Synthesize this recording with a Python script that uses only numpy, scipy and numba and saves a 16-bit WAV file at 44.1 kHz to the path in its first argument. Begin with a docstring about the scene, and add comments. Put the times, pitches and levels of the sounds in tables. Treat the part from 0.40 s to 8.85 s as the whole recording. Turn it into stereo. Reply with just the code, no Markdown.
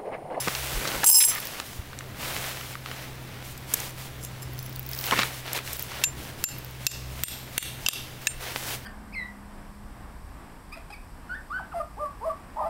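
"""A gravel campsite, close to a tent being pitched. Nylon and sleeves rub, loose steel stakes scrape
and ring in their free modes, a shoe grinds the stones, fittings click and webbing ticks by stick-slip
friction. Then a hammer drives a stake in, each impact exciting the modes of stake and hammer head.
The surroundings reflect the work, a far engine hums at its firing rate, and a limiter ducks the
loudest peaks."""
import sys
import numpy as np
from scipy import signal
from scipy.fft import rfft, irfft, next_fast_len
from scipy.io import wavfile
from scipy.ndimage import uniform_filter1d, minimum_filter1d
from numba import njit

SR = 44100
rng = np.random.default_rng(int(sys.argv[2]) if len(sys.argv) > 2 else 0)


def bounce(signal):
    """Save signal as a 16-bit WAV file at the path given by the first command-line argument."""
    frames = np.transpose(np.atleast_2d(signal))
    limited = np.clip(frames, -1, 1)
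    pcm = np.round(limited * 32767).astype(np.int16)
    wavfile.write(sys.argv[1], SR, pcm)


N = 372644
TIME = np.arange(N) / SR


def undb(db):
    """Decibels to amplitude ratio."""
    return 10 ** (np.asarray(db) / 20)

def unit(x):
    """Normalisation to rms 1."""
    return x / np.sqrt(np.mean(x ** 2))

def fade(t, t60):
    """Exponential decay by 60 dB in t60 seconds."""
    return np.exp(-np.log(1000) * t / t60)

def mode(t, hz, t60, db):
    """Free vibration of one mode: a damped sinusoid."""
    return undb(db) * np.sin(2 * np.pi * hz * t) * fade(t, t60)

def add(out, s, x):
    """Superposition of x on out at time s, which may lie before the start."""
    i = int(s * SR)
    part = x[..., max(-i, 0):N - i]
    out[..., max(i, 0):max(i, 0) + part.shape[-1]] += part

def colour(x, points):
    """Spectral shaping by (frequency [Hz], gain [dB]) points, conserving the power of white noise."""
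    hz, db = np.transpose(points)
    f = np.fft.rfftfreq(x.shape[-1], 1 / SR)
    gain = unit(undb(np.interp(np.log(f + 1), np.log(hz), db)))
    return irfft(rfft(x) * gain, x.shape[-1])

def noise(points):
    """Coloured Gaussian noise, rms near 1."""
    return colour(rng.standard_normal(next_fast_len(N)), points)[:N]

def resonance(x, hz, width):
    """Two-pole resonator, gain 1 at the centre."""
    return signal.lfilter(*signal.iirpeak(hz, hz / width, fs=SR), x)

def walk(rate):
    """Smooth random modulation, spread near 1."""
    k = int(SR / rate)
    return uniform_filter1d(np.repeat(rng.standard_normal(N // k + 1), k), k)[:N]

def grit(size, spread_db):
    """Dense micro-contacts of log-normal strength, rms 1."""
    return unit(rng.standard_normal(size) * undb(spread_db * rng.standard_normal(size)))

def sides(pan_db):
    """Constant-power panning; pan is the left level minus the right."""
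    return unit(undb(np.array([[pan_db], [-pan_db]]) / 2))

def place(x, pan_db, scatter=0.44, size=200):
    """Multipath propagation: each channel gets the direct sound and scatter from hands and stones."""
    paths = rng.standard_normal((2, size)) * fade(TIME[:size], 0.032)
    paths *= scatter / np.linalg.norm(paths, axis=1, keepdims=True)
    paths[:, 0] = 1
    arrivals = signal.oaconvolve(x[None], paths, axes=1)[:, :len(x)]
    return arrivals * sides(pan_db) / np.hypot(1, scatter)


def friction(points, spread_db, pan_db, diffuse):
    """An extended rubbing surface radiates grainy noise, only partly coherent between the channels."""
    shared, left, right = (colour(grit(next_fast_len(N), spread_db), points)[:N] for _ in range(3))
    return (shared + diffuse * np.array([left, right])) * sides(pan_db) / np.hypot(1, diffuse)

def stroke(length, attack_share=0.37, release_share=0.22):
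    """Amplitude envelope of a cloth movement: it speeds up, holds and dies away."""
    release = release_share * length
    t = TIME[:int((length + 6 * release) * SR)]
    rise = np.sin(np.pi / 2 * np.minimum(t / (attack_share * length), 1)) ** 2
    return rise * np.exp(-np.maximum(t - length, 0) / release)

# spectra of rubbing cloth and of hissing nylon weave: (frequency [Hz], gain [dB])
RUB_SPECTRUM = [(100, -34), (280, -5.5), (550, -0.5), (1200, -2.5), (2100, -1), (3500, -5.5), (6000, -13),
                (12000, -70)]
HISS_SPECTRUM = [(1000, -24), (3000, 0), (5000, -0.5), (8000, -0.5), (11000, -1), (15500, -0.5)]
# strokes of sleeves and nylon: (time [s], duration [s], relative rub [dB], relative hiss [dB])
CLOTH_STROKES = [(-0.2, 0.82, -36.5, -34.5), (0.615, 0.28, -35.5, -30), (0.924, 0.27, -41, -41),
                 (1.215, 0.15, -62, -44), (1.727, 0.37, -36, -35.5), (2.11, 0.21, -44, -43),
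                 (2.404, 0.25, -42.5, -46), (2.857, 0.2, -49, -71), (3.015, .11, -60, -44),
                 (3.25, 0.21, -40.5, -37), (3.553, 0.11, -46.5, -42.5), (4.466, 0.17, -44, -41),
                 (4.592, 0.26, -34, -34), (4.899, 0.099, -43, -41), (5.013, 0.17, -38, -43.5),
                 (5.139, 0.04, -33.5, -33), (5.2, 0.23, -43, -38), (5.455, 0.17, -39.5, -43.5),
                 (5.743, 0.15, -45, -45), (6.66, 0.21, -50.5, -47), (7.981, 0.14, -38, -39.5),
                 (8.119, 0.13, -41, -38), (8.237, 0.11, -37, -33.5)]

def fabric(swing_s=0.074):
    """Friction noise: cloth murmurs and nylon hisses; incoherent strokes add in power."""
    # the sleeve swishes ahead of each hammer blow
    swings = [(blow[0] - swing_s, swing_s, -47.5, -46) for blow in HAMMER_BLOWS]
    power = undb([[-48], [-51]]) ** 2 * np.ones(N)  # rub and hiss: clothes never lie quite still
    for s, length, rub_db, hiss_db in CLOTH_STROKES + swings:
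        add(power, s, (undb([[rub_db], [hiss_db]]) * stroke(length)) ** 2)
    rub_gain, hiss_gain = np.sqrt(power)
    catch_db = 0.63 * walk(70)
    rub = friction(RUB_SPECTRUM, spread_db=6.5, pan_db=-12, diffuse=0.39) * undb(catch_db + 1.01)
    hiss = friction(HISS_SPECTRUM, spread_db=6, pan_db=-8, diffuse=1) * undb(0.5 * catch_db + 1.5)
    # grit caught under the moving cloth ticks now and then
    crumbs = friction(RUB_SPECTRUM, spread_db=11.5, pan_db=-8.5, diffuse=0.3) * undb(-9)
    return (rub + crumbs) * rub_gain + hiss * hiss_gain


# hum of the far engine: (time [s], level [dB])
ENGINE_LEVEL = [(0.2, -39.5), (1.1, -54), (1.7, -42.5), (3.2, -43), (4.2, -37.5), (5.4, -43.5),
                (6.6, -39.5), (7.5, -45), (8.2, -43.5)]

def engine(firing_hz=128.8, sag_hz_per_s=0.27):
    """Periodic firing gives a slowly sagging tone and its subharmonic at half the rate."""
    db = np.interp(TIME, *np.transpose(ENGINE_LEVEL))
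    phase = 2 * np.pi * np.cumsum(firing_hz - sag_hz_per_s * TIME + 1.39 * walk(9)) / SR
    firing = undb(db + 1.3 * walk(9)) * np.sin(phase)
    subharmonic = undb(db - 8 + 5.1 * walk(7)) * np.sin(phase / 2)
    return firing + subharmonic


# spectrum of the open air common to both channels: (frequency [Hz], gain [dB])
AIR_SPECTRUM = [(20, 0.5), (35, -8), (65, 0), (100, 2), (170, -3), (300, -6), (500, -11.5), (1000, -16),
                (2000, -22), (4000, -64), (7000, -41.5), (15500, -86)]

def open_air():
    """Ambient noise: the bass is coherent between the channels, the treble diffuse."""
    side_spectrum = [(30, -14), (150, 0.5), (400, -4), (1500, 0), (4000, -4), (8000, -5), (15500, -4)]
    side = undb(-48) * noise(side_spectrum)
    mid = undb(-45 + 1.6 * walk(3.7)) * noise(AIR_SPECTRUM)
    return mid + np.array([side, -side])


# closely paired modes of free steel stakes: (frequency [Hz], relative level [dB])
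FREE_MODES = [(5211, -32.5), (6035, -38), (6718, -46), (7440, -37), (7510, -33.5), (8301, -33),
              (10864, -35), (10987, -31), (11127, -29), (12845, -38), (13679, -39), (13733, -33),
              (13797, -34), (15165, -34), (15246, -40), (15299, -38)]
# their lowest bending modes, damped by the hand: (frequency [Hz], bandwidth [Hz], gain [dB])
DAMPED_BENDS = [(960, 110, -8), (2980, 160, -7)]
# stake sliding on stake: (time [s], duration [s], drive level [dB], favoured frequency [Hz])
STAKE_SLIDES = [(0.0, 0.0073, -26.5, 6000), (0.64, 0.017, -15.5, 10700), (0.662, 0.043, 3, 8000),
                (0.688, 0.045, 4.5, 14200), (0.729, 0.043, 4, 5460), (0.779, 0.026, 2.5, 8200),
                (0.806, 0.03, 0.5, 10540), (0.837, 0.025, -4.5, 8400), (0.862, 0.027, -19, 5740),
                (3.808, 0.065, -43.5, 6850), (4.015, 0.0096, -39.5, 13000), (4.17, 0.095, -50.5, 6035)]

def loose_stakes(mid_t60_s=0.1, flutter_db=3, flutter_per_s=180):
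    """Forced vibration: sliding contact feeds the rods' modes, favouring some as the contact moves."""
    drive = np.zeros(N)
    for s, length, db, hz in STAKE_SLIDES:
        contact = grit(int(length * SR), 16.2)
        add(drive, s, undb(db) * unit(contact + undb(9) * resonance(contact, hz, 400)))
    mode_hz, mode_db = np.transpose(FREE_MODES)
    # low modes ring longest
    widths = np.log(1000) / (np.pi * mid_t60_s) * np.sqrt(mode_hz / mode_hz.mean())
    shares = undb(mode_db) / np.linalg.norm(undb(mode_db))
    ring = np.zeros((2, N))
    for hz, width, share in zip(mode_hz, widths, shares):
        flutter = undb(flutter_db * walk(flutter_per_s))  # the contact chatters
        pan_db = -2.8 + 2 * rng.standard_normal()
        ring += share * unit(resonance(drive, hz, width) * flutter) * sides(pan_db)
    bends = sum(undb(db) * resonance(drive, hz, width) for hz, width, db in DAMPED_BENDS)
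    return np.std(drive) * ring + place(bends + undb(-24.5) * drive, pan_db=-1.2)


# leaves and stones reflect the treble best: (frequency [Hz], gain [dB])
SCATTER_SPECTRUM = [(500, -18.5), (2800, 4), (4500, 4), (8000, -1.5), (11300, 0.5), (13000, -1),
                    (15500, -7)]

def surroundings(x, slap_delay_s=0.0465, t60_s=0.62, size=40000):
    """Reflection: one nearby slap echo within thin scattering from the ground and trees."""
    t = TIME[:size]
    trees = colour(rng.standard_normal((2, size)), SCATTER_SPECTRUM)
    trees *= fade(t, t60_s) * (1 - fade(t, 0.017))
    response = undb(-25) * trees / np.linalg.norm(trees[0])
    slap = rng.standard_normal((2, size // 20)) * fade(t[:size // 20], 0.03)
    add(response, slap_delay_s, undb(-25.5) * slap / np.linalg.norm(slap[0]))
    return signal.oaconvolve(x[None], response, axes=1)[:, :N]


def stone_ring(impacts, hz, hollow_db):
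    """Impacts excite a broad resonance of the stones and a narrow one of a hollow; energy 1."""
    burst = resonance(resonance(impacts, hz, 1.22 * hz), hz, 1.9 * hz)
    burst += undb(hollow_db) * resonance(burst, hz=1190, width=174)
    return burst / np.linalg.norm(burst)

# a shoe grinding gravel: (time [s], duration [s], level [dB], centre [Hz], thud level [dB], pan [dB])
SHOE_SCUFFS = [(0.071, .022, -29.5, 1210, -28.5, -13), (0.302, 0.27, -39.5, 1780, -41.5, -26),
               (0.456, 0.17, -42, 1200, -40.5, -10), (0.912, 0.075, -35, 1830, -71, -2),
               (1.135, 0.11, -49, 1390, -56, -1), (4.717, 0.0265, -21.5, 1160, -30, -8),
               (4.747, 0.053, -25.5, 1920, -36.5, -11), (4.788, 0.047, -22.5, 2220, -35, -5)]

def shoe(edge_s=0.0013, clumps_per_s=260, clump_db=4.5, thud_hz=269, thud_width_hz=630, tail=600):
    """Granular friction: stones give way in random clumps under the sole, which thuds dully."""
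    out = np.zeros((2, N))
    clumps = undb(clump_db * walk(clumps_per_s))
    for s, length, db, hz, thud_db, pan_db in SHOE_SCUFFS:
        n = int(length * SR)
        edges = np.minimum(np.minimum(TIME[:n], length - TIME[:n]) / edge_s, 1)
        load = edges * clumps[int(s * SR):][:n]
        impacts, push = (np.pad(grit(n, spread_db=6) * load, (0, tail)) for _ in range(2))
        impacts += undb(-3.5) * resonance(impacts, hz=2070, width=260)  # squeezed grit scrapes
        crunch = stone_ring(impacts, hz, hollow_db=2.5)
        thud = resonance(resonance(push, thud_hz, thud_width_hz), thud_hz, thud_width_hz)
        add(out, s, place(undb(db) * np.sqrt(n) * crunch, pan_db))
        add(out, s, undb(thud_db) * np.sqrt(n) * thud / np.linalg.norm(thud))
    return out


# single stones knocking: (time [s], duration [s], level [dB], centre [Hz], pan [dB])
STONE_KNOCKS = [(0.082, 0.0027, -16.5, 1600, -29), (0.15, 0.0046, -25.5, 3000, -9),
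                (0.453, 0.0042, -23.5, 1590, -26), (0.474, 0.017, -29.5, 3430, -7),
                (0.517, 0.0027, -26.5, 1990, -16), (0.633, 0.025, -24.5, 1030, -5),
                (0.803, 0.037, -14, 3030, -1), (0.839, 0.004, -8, 2580, -1), (1.2, 0.0026, -23.5, 2220, -9),
                (1.531, 0.0034, -34.5, 1510, -14), (1.589, 0.0013, -28, 5000, -9),
                (1.608, .0043, -34.5, 1510, -9), (2.211, 0.0024, -30.5, 2000, -22),
                (2.354, 0.0017, -26, 1500, -15), (2.4604, 0.00145, -25.5, 1840, -25),
                (2.514, 0.0021, -27, 1880, -26), (4.64, .0034, -26, 4000, -25),
                (4.7105, 0.0027, -16.5, 2030, -24), (4.8178, 0.00083, -9, 2470, -24),
                (5.163, 0.0083, -27.5, 3020, -27), (5.189, 0.0032, -26.5, 2000, -23),
                (5.276, .004, -30, 2000, -24), (5.516, 0.0054, -31.5, 1160, -17)]

def stones(tail=400):
    """Impact excitation: a lone stone knocks in a brief burst of contacts, hardly ringing the hollow."""
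    out = np.zeros((2, N))
    for s, length, db, hz, pan_db in STONE_KNOCKS:
        n = int(length * SR)
        impacts = grit(n, spread_db=4.5) * fade(TIME[:n], t60=3.2 * length)
        knock = stone_ring(np.pad(impacts, (0, tail)), hz, hollow_db=-3)
        add(out, s, place(undb(db) * np.sqrt(n) * knock, pan_db))
    return out


# soft bumps on the ground: (time [s], duration [s], frequency [Hz], level [dB])
GROUND_BUMPS = [(0.332, 0.077, 36.7, -24), (0.524, .08, 43.5, -37), (1.385, 0.022, 72, -24),
                (7.395, 0.11, 34.2, -39), (7.906, .13, 28, -36)]

def bumps():
    """Low-frequency transients: weight settles on the ground in a few slow oscillations."""
    out = np.zeros(N)
    for s, length, hz, db in GROUND_BUMPS:
        n = int(length * SR)
        add(out, s, undb(db) * np.hanning(n) * np.sin(2 * np.pi * hz * TIME[:n]))
    return out


# damped modes of a stake held by the ground: (frequency [Hz], bandwidth [Hz], gain [dB])
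HELD_MODES = [(1720, 115, -2.5), (3940, 900, -1.5), (5180, 440, 3.5), (6450, 1400, 1.5), (8270, 1060, 0),
              (11300, 530, 2), (13070, 760, 13)]

def crack(t60, bright_hz, size=1500):
    """Contact chatter of steel on steel excites the stake's damped modes; rms 1 over the first 2 ms."""
    contact = rng.standard_normal(size) * fade(TIME[:size], t60)
    click = undb(-14) * (0.015 / t60) ** 2 * contact  # a short, square blow is more click than body
    body = sum(undb(db) * resonance(contact, hz, width) for hz, width, db in HELD_MODES)
    burst = signal.sosfilt(signal.butter(2, bright_hz, fs=SR, output="sos"), click + body)
    return burst / np.std(burst[:SR // 500])

# metal fittings clicking: (time [s], level [dB], pan [dB])
FITTING_CLICKS = [(0.6431, -2, -2), (0.647, -11, -3), (0.8454, -5, -2), (3.177, -34.5, -2),
                  (3.3381, -13.5, 11), (3.341, -14.5, -4), (3.402, -25.5, 3), (3.494, -39, 2),
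                  (3.829, -36, -8), (3.849, -28.5, -4), (4.029, -34.5, -4), (5.131, -19, -13),
                  (5.331, -22, -17), (5.335, -28, -18)]
# filter that shapes each click: (frequency [Hz], gain [dB])
FITTING_FILTER = [(500, 11), (4000, -2.5), (9000, 10), (13000, 2)]

def fittings():
    """Heavily damped impacts: pole end, ring and stake knock together in short dead clicks."""
    out = np.zeros((2, N))
    for s, db, pan_db in FITTING_CLICKS:
        snap = colour(crack(t60=0.013, bright_hz=15400), FITTING_FILTER)
        add(out, s, place(undb(db) * snap, pan_db, scatter=0.19))
    return out


# runs of jerks in taut webbing:
# (time [s], duration [s], first rate [1/s], last rate [1/s], relative level [dB])
WEBBING_SLIPS = [(0.951, .13, 60, 56, -27), (4.133, .1, 17.5, 34, -24.5), (4.262, .21, 31, 28, -22.5),
                 (4.490, .19, 42, 130, -21.5), (5.368, .075, 38, 24, -19), (6.184, .14, 16, 15.7, -28.5)]
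# spectrum of one jerk: (frequency [Hz], gain [dB])
TICK_SPECTRUM = [(500, -30), (3500, -8), (5200, -0.5), (8000, -15.5), (10500, -10), (12500, 1.5),
                 (15500, 9)]

def webbing(tick_t60_s=0.002, gain_db=11, spread_db=4.5, size=512):
    """Stick-slip friction: the strap jerks faster as it is pulled harder, each jerk a thin tick."""
    out = np.zeros((2, N))
    for s, length, first_rate, last_rate, db in WEBBING_SLIPS:
        t = 0
        while t < length:
            jerk = rng.standard_normal(size) * fade(TIME[:size], tick_t60_s)
            tick = colour(np.roll(jerk, size // 16), TICK_SPECTRUM)
            peak = undb(db + gain_db - spread_db * rng.standard_normal())
            add(out, s + t, place(peak * tick / np.abs(tick).max(), pan_db=-17, scatter=0.51))
            t += 1 / np.interp(t, [0, length], [first_rate, last_rate])
    return out


# blows on the stake: (time [s], crack level [dB], chatter t60 [s], low-pass cutoff [Hz],
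# ground knock [dB], stake bend [dB], low head tone [dB], high head tone [dB], echo send [dB], pan [dB]);
# knock, bend, tones and send are relative to the crack
HAMMER_BLOWS = [(5.6381, -2.5, 0.021, 8600, -20, 2, -6, -30, -23, -6),
                (6.0399, 5, 0.01, 11800, -25, -2, -9.5, -46, -2.5, -10.5),
                (6.4668, 6.5, 0.016, 11700, -7, 0, -20, -48, -2, -8),
                (6.8358, 6, 0.0078, 14700, -24, -7.5, -25, -19, 4.5, -3.5),
                (7.1797, 7, 0.0061, 13700, -28, -4.5, -23, -27, 3, -1),
                (7.4630, -6, 0.015, 4600, -8, 8.5, -24, -50, 7, -11),
                (7.486, 6.5, 0.0081, 11300, -9, -6, -28, -27, 1, -4.5),
                (7.8707, -6.5, 0.016, 7700, 4.5, 10, -15.5, -14, -7, -5)]
# faint after-ring of the driven stake: (frequency [Hz], t60 [s], level relative to the crack [dB])
AFTER_RING = [(2800, 0.29, -40.5), (4400, 0.5, -54), (5320, 0.55, -51.5), (11000, 0.2, -38),
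              (12950, 0.19, -36)]

def hammer(bend_hz=2690, knock_hz=1760, size=16000):
    """Impact excites the modes of stake and hammer head. Returns the direct and the outgoing sound."""
    direct, outgoing, t = np.zeros((2, N)), np.zeros(N), TIME[:size]
    for s, db, chatter_s, bright_hz, knock_db, bend_db, low_db, high_db, send_db, pan_db in HAMMER_BLOWS:
        # the ground grips the stake differently at each blow, detuning its modes
        bend_grip = 1 + 0.012 * rng.standard_normal()
        bend = mode(t, bend_hz * bend_grip, t60=0.019, db=bend_db)
        knock = mode(t, knock_hz, t60=0.015, db=knock_db)
        swell = 1 - fade(t, 0.0066)
        blow = (bend + knock) * swell
        add(blow, 0, crack(chatter_s, bright_hz))
        ring_grip = 1 + 0.0122 * rng.standard_normal()
        stake = sum(mode(t, hz * ring_grip, t60, ring_db) for hz, t60, ring_db in AFTER_RING)
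        head = mode(t, hz=7262, t60=0.125, db=low_db) + mode(t, hz=8608, t60=0.16, db=high_db)
        add(direct, s, undb(db) * (place(blow, pan_db, scatter=0.54) + (head + stake) * sides(-13)))
        add(outgoing, s, undb(db + send_db) * blow)
    return direct, outgoing


def ports(x, lag_s=1e-5):
    """Path difference: the left microphone port is further from the work and hears it later."""
    size = next_fast_len(N)
    delay = np.exp(-2j * np.pi * np.fft.rfftfreq(size, 1 / SR) * lag_s)
    return np.array([irfft(rfft(x[0], size) * delay, size)[:N], x[1]])

def scene(handling_send_db=-6):
    """Superposition of the work, its reflections, the cloth and the quiet campsite."""
    blows, outgoing = hammer()
    handling = loose_stakes() + stones() + shoe() + fittings() + webbing()
    echoes = surroundings(outgoing + undb(handling_send_db) * handling.mean(axis=0))
    return ports(blows + handling + echoes + fabric() + bumps() + engine() + open_air())


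@njit
def follow(peak, release):
    """Peak detection with instant attack and exponential release."""
    out, envelope = np.empty(len(peak)), 0.
    for i in range(len(peak)):
        envelope = max(peak[i], envelope * release)
        out[i] = envelope
    return out

def record(dry, ceiling_db=-4, release_s=0.031, top_hz=15750, window=25):
    """Look-ahead limiting flattens the hits and lets the background swell back; the top is cut."""
    ceiling = undb(ceiling_db)
    envelope = follow(np.abs(dry).max(axis=0), np.exp(-1 / (release_s * SR)))
    needed_gain = ceiling / np.maximum(envelope, ceiling)
    gain = uniform_filter1d(minimum_filter1d(needed_gain, window), window)
    return signal.sosfilt(signal.ellip(10, 0.2, 70, top_hz, fs=SR, output="sos"), dry * gain)


dry = scene()
out = record(dry)
bounce(out)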